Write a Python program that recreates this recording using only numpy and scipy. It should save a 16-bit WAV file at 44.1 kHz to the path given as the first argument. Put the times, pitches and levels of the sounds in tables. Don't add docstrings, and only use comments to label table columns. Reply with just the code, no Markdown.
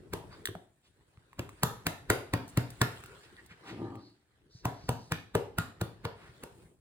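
import sys
import numpy as np
from scipy import signal
from scipy.fft import rfft, irfft
from scipy.io import wavfile
from scipy.ndimage import uniform_filter1d

SR = 44100
rng = np.random.default_rng(int(sys.argv[2]) if len(sys.argv) > 2 else 0)


def file_out(sig):
    cols = np.atleast_2d(sig).T
    lim = np.clip(cols, -1, 1)
    pcm = np.round(lim * 32767).astype(np.int16)
    wavfile.write(sys.argv[1], SR, pcm)


N = 300144
TIME_S = np.arange(N) / SR

# contact_s, thump_db, thud_db, clap_db, slap_db, crack_db, thud_hz, clap_hz, clap_width_hz
PATS = [(0.1349, -37, -38, -42, -62, -49.5, 342, 1160, 1080),
        (1.3934, -36.5, -38.5, -47, -54, -54, 306, 1410, 1000),
        (1.6332, -29.5, -41.5, -31, -68, -35, 440, 970, 880),
        (1.8675, -36, -37.5, -34, -50, -40.5, 298, 1670, 1090),
        (2.1016, -29, -26.5, -28, -55, -36, 350, 1470, 870),
        (2.337, -31.5, -32, -35, -75.5, -47.5, 265, 1300, 1160),
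        (2.574, -27, -31, -38, -55, -44.5, 262, 1550, 1190),
        (2.8157, -29, -31.5, -28, -43.5, -38.5, 262, 1560, 800),
        (4.6545, -32.5, -37, -37, -54, -49, 277, 1013, 444),
        (4.8913, -30, -33.5, -37, -46.5, -46, 247, 800, 440),
        (5.1207, -33, -40, -35, -52, -48.5, 285, 1710, 980),
        (5.3519, -30.5, -29, -35.5, -51.5, -46.5, 392, 905, 714),
        (5.585, -35.5, -37.5, -36, -58, -43, 225, 1450, 503),
        (5.8136, -33.5, -38, -43, -56.5, -49, 339, 1350, 1080),
        (6.052, -39, -42, -41.5, -54, -60.5, 438, 1240, 1100),
        (6.4358, -55.5, -48, -52, -61.5, -56.5, 390, 890, 1000)]
# freq_hz, gain_db
CRACK_SPECTRUM = [(2200, -22), (3300, -6), (5000, -4), (7500, 0), (10000, .5), (12000, -.5), (14500, -1),
                  (17000, -9)]


def pat(contact_s, thump_db, thud_db, clap_db, slap_db, crack_db, thud_hz, clap_hz, clap_width_hz):
    fur_spectrum = [(60, -18), (200, 7.5), (700, -6.5), (1600, -1), (2800, -11), (6000, -26), (16000, -28)]
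    slap_spectrum = [(800, -25), (2000, -3), (2700, 13.5), (3800, 1.5), (5000, -2), (6500, -30),
                     (12000, -26)]
    body_hz, firm_db, stiffen_hz_per_db = 118.5, -30.5, 1.9
    t = np.arange(-2048, 4096) / SR
    hairs, skin, tips, air, flesh, uneven = rng.standard_normal((6, len(t)))
    slowness = amp(-0.3 * (clap_db + 33))
    sinking = swell(t, 0.0031 * slowness, 0.002) + amp(-27) * swell(t, 0.012, 0.0028)
    fur = slowness * burst(colour(hairs, fur_spectrum) * sinking)
    patches = np.exp(0.5 * unit_rms(uniform_filter1d(uneven, size=12)))
    landing = patches * swell(t - 0.0004, 0.0005, 0.002)
    slap = burst(colour(tips * landing, slap_spectrum))
    crack = burst(colour(skin * landing, CRACK_SPECTRUM))
    puff = air * swell(t - 0.0005, 0.0011, 0.0022)
    clap = burst(resonate_twice(puff, clap_hz, clap_width_hz, 2400))
    push = resonate_twice(flesh * swell(t - 0.003, 0.0012, 0.0055), thud_hz, 380, 400)
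    thud = burst(burst(ring(t - 0.0022, thud_hz, 0.0039, 0.00058)) + 0.5 * burst(push))
    thump_hz = body_hz + stiffen_hz_per_db * (thump_db - firm_db)
    overtone = ring(t - 0.0028, 1.496 * thump_hz, 0.006, 0.00063)
    thump = burst(ring(t - 0.0022, thump_hz, 0.0084, 0.0073) + 0.32 * overtone)
    highs = (fur * amp(clap_db - 6.5) + clap * amp(clap_db - 0.45)
             + slap * amp(slap_db) + crack * amp(crack_db - 0.9))
    return contact_s + t[0], highs + thud * amp(thud_db - 1.7) + thump * amp(thump_db - 3.5)


def bump(start_s, level_db, pitch_hz):
    t = np.arange(4096) / SR
    knock = ring(t, pitch_hz, 0.0063, 0.0016) + 0.31 * ring(t, 105, 0.016, 0.0008)
    return start_s, amp(level_db - 8.5) * burst(knock)


def stroke(peak_s, half_length_s, level_db, centre_hz, width_hz):
    n = int(half_length_s * 2 * SR)
    swish = resonate_twice(rng.standard_normal(n), centre_hz, width_hz, width_hz)
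    return peak_s - half_length_s, amp(level_db + 5) * unit_rms(swish) * np.hanning(n) ** 2


def contacts():
    bumps = [(0.488, -34, 360), (0.554, -45, 186), (1.177, -51.5, 76), (3.043, -48.5, 88.8),
             (3.512, -54, 174), (4.55, -49, 112), (6.293, -50, 72.7), (6.654, -57.5, 166)]
    strokes = [(0.332, 0.059, -61, 1330, 1270), (0.334, 0.039, -69, 4620, 695),
               (0.862, .06, -76, 2570, 3000), (2.496, 0.027, -64.5, 7800, 7000),
               (2.975, 0.032, -66, 3100, 700), (3.107, 0.099, -66, 1370, 450),
               (3.117, 0.062, -61.5, 390, 147), (3.244, 0.042, -65, 1970, 2750),
               (3.392, .04, -59, 1850, 393), (3.516, 0.046, -59, 1850, 1220), (3.693, .08, -54, 1740, 2120),
               (4.049, .16, -75, 4340, 1000), (6.236, 0.15, -65.5, 1500, 1440)]
    return play(pat, PATS) + play(bump, bumps) + play(stroke, strokes)


def grumble(pulse_hz=85, jitter=0.39, uneven_db=3, rasp=0.46):
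    contour = [(3.62, -71, -59, 1090), (3.728, -42, -59.5, 890), (3.76, -45, -67, 860),
               (3.8, -38, -51.5, 850), (3.976, -50.5, -55.5, 1087), (4.032, -56, -71, 920),
               (4.14, -69.5, -88.5, 1100), (4.16, -74, -93, 978)]
    chest_modes = [(114.7, 22.6, -2.5), (205, 76, -6), (273, 74, -1), (319, 34, -2.5)]
    nasal_modes = [(624, 16, 0), (799, 28, 9), (897, 71, 1.5), (1203, 55, 7)]
    times_s, *columns = np.transpose(contour)
    t = np.arange(times_s[0], times_s[-1], 1 / SR)
    chest_db, mouth_db, mouth_hz = (np.interp(t, times_s, column) for column in columns)
    rate_hz = pulse_hz * np.exp(jitter * wander(len(t), 400))
    cycles = np.floor(np.cumsum(rate_hz) / SR)
    pulses = np.diff(cycles, prepend=0) * amp(uneven_db * rng.standard_normal(len(t)))
    drive = unit_rms(pulses) + rasp * rng.standard_normal(len(t))
    chest = resonator_bank(drive, chest_modes)
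    mouth = resonate(resonator_bank(drive, nasal_modes), mouth_hz, width_hz=270)
    voice = amp(chest_db + 1) * unit_rms(chest) + amp(mouth_db - 1) * unit_rms(mouth)
    return times_s[0], voice * signal.windows.tukey(len(t), 0.1)


def tick(contact_s, snap_db, ring_db, ring_hz):
    t = np.arange(-256, 2048) / SR
    snap = colour(rng.standard_normal(len(t)) * swell(t - 0.0002, 0.00057, 0.0051), CRACK_SPECTRUM)
    overtone = amp(-1.5) * ring(t, 1.87 * ring_hz, 0.00051, 0.00017)
    knock = ring(t + 0.00083, ring_hz, 0.0014, 0.00086) + overtone
    return contact_s + t[0], amp(snap_db) * burst(snap) + amp(ring_db) * burst(knock)


def sleeve(start_s, length_s, level_db, weave_hz=4700, width_hz=1300, whistle_hz=5950):
    speed = np.sin(np.linspace(0, np.pi, int(length_s * SR)))
    glide = 1 - 0.13 * (1 - speed)
    weave_noise, whistle_noise = rng.standard_normal((2, len(speed)))
    weave = resonate_twice(weave_noise, weave_hz * glide, width_hz, 2 * width_hz)
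    whistle = resonate(whistle_noise, whistle_hz * glide, width_hz=120)
    return start_s, amp(level_db) * speed * (unit_rms(weave) + amp(-8) * unit_rms(whistle))


def friction(grain_db=1.25):
    contour = [(0.0, -52.5, -68.5, -84.5), (0.4, -53, -61.5, -79), (0.68, -75.5, -80, -86),
               (1.23, -67, -71.5, -87), (1.61, -58.5, -59.5, -75.5), (2.1, -56.5, -64.5, -84.5),
               (2.9, -57, -52.5, -66.5), (3.52, -61.5, -66, -83.5), (3.73, -60, -56, -81),
               (3.86, -56, -60.5, -83), (4.13, -76, -75, -88.5), (4.49, -68.5, -75.5, -92.5),
               (4.81, -54.5, -61, -89.5), (5.11, -66, -68, -77), (5.45, -58, -71, -102),
               (6.42, -58, -59.5, -75.5), (6.63, -59.5, -67.5, -75.5), (6.8, -69.5, -85, -90.5)]
    shuffle_spectrum = [(20, -11.5), (50, 0.5), (120, 3), (220, -4.5), (380, -0.5), (600, -14), (1200, -25),
                        (4000, -56)]
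    rustle_spectrum = [(200, -32.5), (700, -1), (1200, 2.5), (1800, 7.5), (2600, -1.5), (4400, -8),
                       (6000, -17), (12000, -31.5)]
    hiss_spectrum = [(2500, -25), (5600, -8), (7500, 6), (10000, 6), (12000, -20), (14500, -0.5),
                     (17000, -11.5)]
    times_s, *columns = np.transpose(contour)
    shuffle_db, rustle_db, hiss_db = (np.interp(TIME_S, times_s, column) for column in columns)
    hover = pat_humps(lag_s=-0.084, width_s=0.044)
    lift = pat_humps(lag_s=0.06, width_s=0.075)
    clumps = amp(grain_db * wander(N, 120))

    def band(spectrum, level_db, hover_db, lift_db):
        rubbing = unit_rms(colour(patchy(diffuse_noise()), spectrum) * clumps)
        return rubbing * amp(level_db + hover_db * hover + lift_db * lift)

    return (band(shuffle_spectrum, shuffle_db - 1, hover_db=-2, lift_db=-2.5)
            + band(rustle_spectrum, rustle_db - 2, hover_db=-2.1, lift_db=-5)
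            + band(hiss_spectrum, hiss_db + 1.9, hover_db=-2.5, lift_db=-4.5))


def pat_humps(lag_s, width_s):
    return sum(np.exp(-((TIME_S - contact_s - lag_s) / width_s) ** 2) for contact_s, *_ in PATS)


def patchy(x, patch_db=3, surge_db=1):
    spectra = signal.stft(x, SR, nperseg=512)[2]
    _, bins, frames = spectra.shape
    patches = uniform_filter1d(rng.standard_normal((frames, bins)), size=9, axis=0)
    patches = uniform_filter1d(patches, size=4, axis=1)
    gain_db = patch_db * unit_rms(patches).T + surge_db * wander(frames, 6)
    return signal.istft(spectra * amp(gain_db), SR, nperseg=512)[1][:, :N]


def room(hand, close):
    modes = [(122.7, -5.5, 0.42), (163.6, 9, 0.093), (212, -4.5, .35), (293, -3.5, 0.49),
             (467.6, 11.5, 0.34), (500, -12, 0.5), (554, -1, 0.5), (703, 1, 0.4), (976, 0, 0.35),
             (1227, -4, .35), (1417, 7.5, 0.2), (1500, -3.5, 0.32), (1880, 2, 0.13)]
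    crossfade_hz, close_send_db = 0.6, -6
    reflections = np.zeros((2, N))
    for phase_rad in np.linspace(0, np.pi, num=3, endpoint=False):
        share = np.sqrt(2 / 3) * np.cos(2 * np.pi * crossfade_hz * TIME_S + phase_rad)
        send = share * (contacts() + amp(close_send_db) * close)
        reflections += signal.fftconvolve(send[None], room_tail(), axes=1)[:, :N]
    standing = sum(amp(gain_db) * resonate(hand, freq_hz, np.log(1000) / np.pi / t60_s)
                   for freq_hz, gain_db, t60_s in modes)
    return amp(2.5) * reflections + amp(-1) * standing


def room_tail(build_s=0.00057):
    decay_times = [(100, .42), (400, .45), (1000, .4), (2000, .39), (4000, .4), (8000, .37), (15000, .3)]
    tail_spectrum = [(40, -15), (100, -11), (180, -3.5), (350, -5.5), (700, 0), (1050, -5), (1800, -7.5),
                     (3000, -7), (4200, -6.5), (6000, -9.5), (10000, -11), (15000, -12)]
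    freq_hz, t, spectra = signal.stft(diffuse_noise()[:, :SR], SR, nperseg=512)
    t60_s = lookup(decay_times, freq_hz)[:, None]
    unit_energy = np.sqrt(2 * np.log(1000) / (t60_s * SR))
    gain_db = lookup(tail_spectrum, freq_hz)[:, None] - 60 * t / t60_s
    tail = signal.istft(spectra * unit_energy * amp(gain_db), SR, nperseg=512)[1][:, :SR]
    return tail * (1 - np.exp(-(TIME_S[:SR] / build_s) ** 2))


def still_air(level_db=-80):
    air_spectrum = [(20, -1.5), (50, 6), (150, -1), (400, -19.5), (800, -28), (2000, -23.5), (5000, -28.5),
                    (16000, -36)]
    return amp(level_db) * unit_rms(colour(diffuse_noise(), air_spectrum))


def diffuse_noise():
    likeness = [(100, 0.82), (280, 0.91), (560, 0.5), (1000, 0.2), (1700, 0), (2800, -.1), (7000, -.25),
                (11000, 0.09), (15000, 0.03)]
    mid, side = rfft(rng.standard_normal((2, N)))
    correlation = lookup(likeness, np.fft.rfftfreq(N, 1 / SR))
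    mid *= np.sqrt((1 + correlation) / 2)
    side *= np.sqrt((1 - correlation) / 2)
    return irfft(np.array([mid + side, mid - side]), N)


def mic_ports(x):
    port_phase = [(0, 0), (300, -.2), (1000, -.9), (2000, -1.65), (2900, -2.2), (3600, -4.6), (4200, -5.1),
                  (5500, -3.1), (8000, -.55), (9000, .3), (11500, 3), (13000, 4), (14700, 5.9)]
    phase_rad = np.interp(np.fft.rfftfreq(N, 1 / SR), *np.transpose(port_phase))
    return np.array([irfft(rfft(x) * np.exp(1j * phase_rad), N), x])


def amp(db):
    return 10 ** (np.asarray(db) / 20)


def unit_rms(x):
    return x / np.sqrt(np.mean(x ** 2) + 1e-20)


def burst(x):
    return x / np.sqrt(np.sum(x ** 2) / (0.03 * SR) + 1e-20)


def wander(n, span):
    return unit_rms(uniform_filter1d(rng.standard_normal(n), size=span))


def lookup(table, freq_hz):
    knots_hz, values = np.transpose(table)
    return np.interp(np.log(freq_hz + 1), np.log(knots_hz + 1), values)


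def colour(x, spectrum):
    n = x.shape[-1]
    return irfft(rfft(x) * amp(lookup(spectrum, np.fft.rfftfreq(n, 1 / SR))), n)


def resonate(x, centre_hz, width_hz):
    carrier = np.exp(2j * np.pi * np.cumsum(centre_hz * np.ones(len(x))) / SR)
    pole = np.exp(-np.pi * width_hz / SR)
    return 2 * (carrier * signal.lfilter([1 - pole], [1, -pole], x / carrier + 1e-18)).real


def resonate_twice(x, centre_hz, first_width_hz, second_width_hz):
    return resonate(resonate(x, centre_hz, first_width_hz), centre_hz, second_width_hz)


def resonator_bank(x, modes):
    return sum(amp(gain_db) * resonate_twice(x, centre_hz, width_hz, 2 * width_hz)
               for centre_hz, width_hz, gain_db in modes)


def swell(t, rise_s, fall_s):
    return np.exp(np.minimum(t, 0) / rise_s - np.maximum(t, 0) / fall_s)


def ring(t, pitch_hz, fall_s, rise_s):
    t = np.maximum(t, 0)
    return np.sin(2 * np.pi * pitch_hz * t) * np.exp(-t / fall_s) * (1 - np.exp(-t / rise_s))


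def add(mix, start_s, sound):
    part = mix[max(round(start_s * SR), 0):][:len(sound)]
    part += sound[:len(part)]


def play(source, table):
    mix = np.zeros(N)
    for row in table:
        add(mix, *source(*row))
    return mix


def scene():
    ticks = [(0.456, -44.5, -38.5, 1826), (0.4732, -58, -43, 1670), (0.487, -65, -54, 1150),
             (0.5524, -72.5, -48.5, 676), (1.174, -95, -70, 1280), (1.331, -80, -61, 1080),
             (1.4921, -67, -56, 1180), (2.479, -64, -66, 790), (2.704, -59.5, -72, 1840),
             (3.038, -64.5, -55.5, 1310), (3.06, -66, -60, 1400), (3.367, -84, -64, 1840),
             (3.462, -69, -80, 816), (3.955, -74.5, -60, 1190)]
    sleeve_swings = [(4.491, 0.16, -67), (4.68, 0.4, -68), (4.951, .18, -70)]
    hand = contacts()
    close = play(tick, ticks) + play(sleeve, sleeve_swings)
    add(close, *grumble())
    return mic_ports(hand + close) + room(hand, close) + friction() + still_air()


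def record(dry, cutoff_hz=16650):
    left = colour(dry[0], [(100, 2.7), (350, 0.0), (900, 2.5), (2000, -2.0), (4000, 4.5)])
    right = colour(dry[1], [(100, 1.24), (350, -1.5), (900, 2), (2000, -1.0), (4000, 4.43)])
    stereo = colour(np.array([left, right]), [(20, -31.0), (32, -15.5), (48, 0.5), (65, -0.5)])
    lowpass = signal.firwin(511, cutoff_hz, window=("kaiser", 9), fs=SR)
    return signal.oaconvolve(stereo, lowpass[None], "same")


dry = scene()
out = record(dry)
file_out(out)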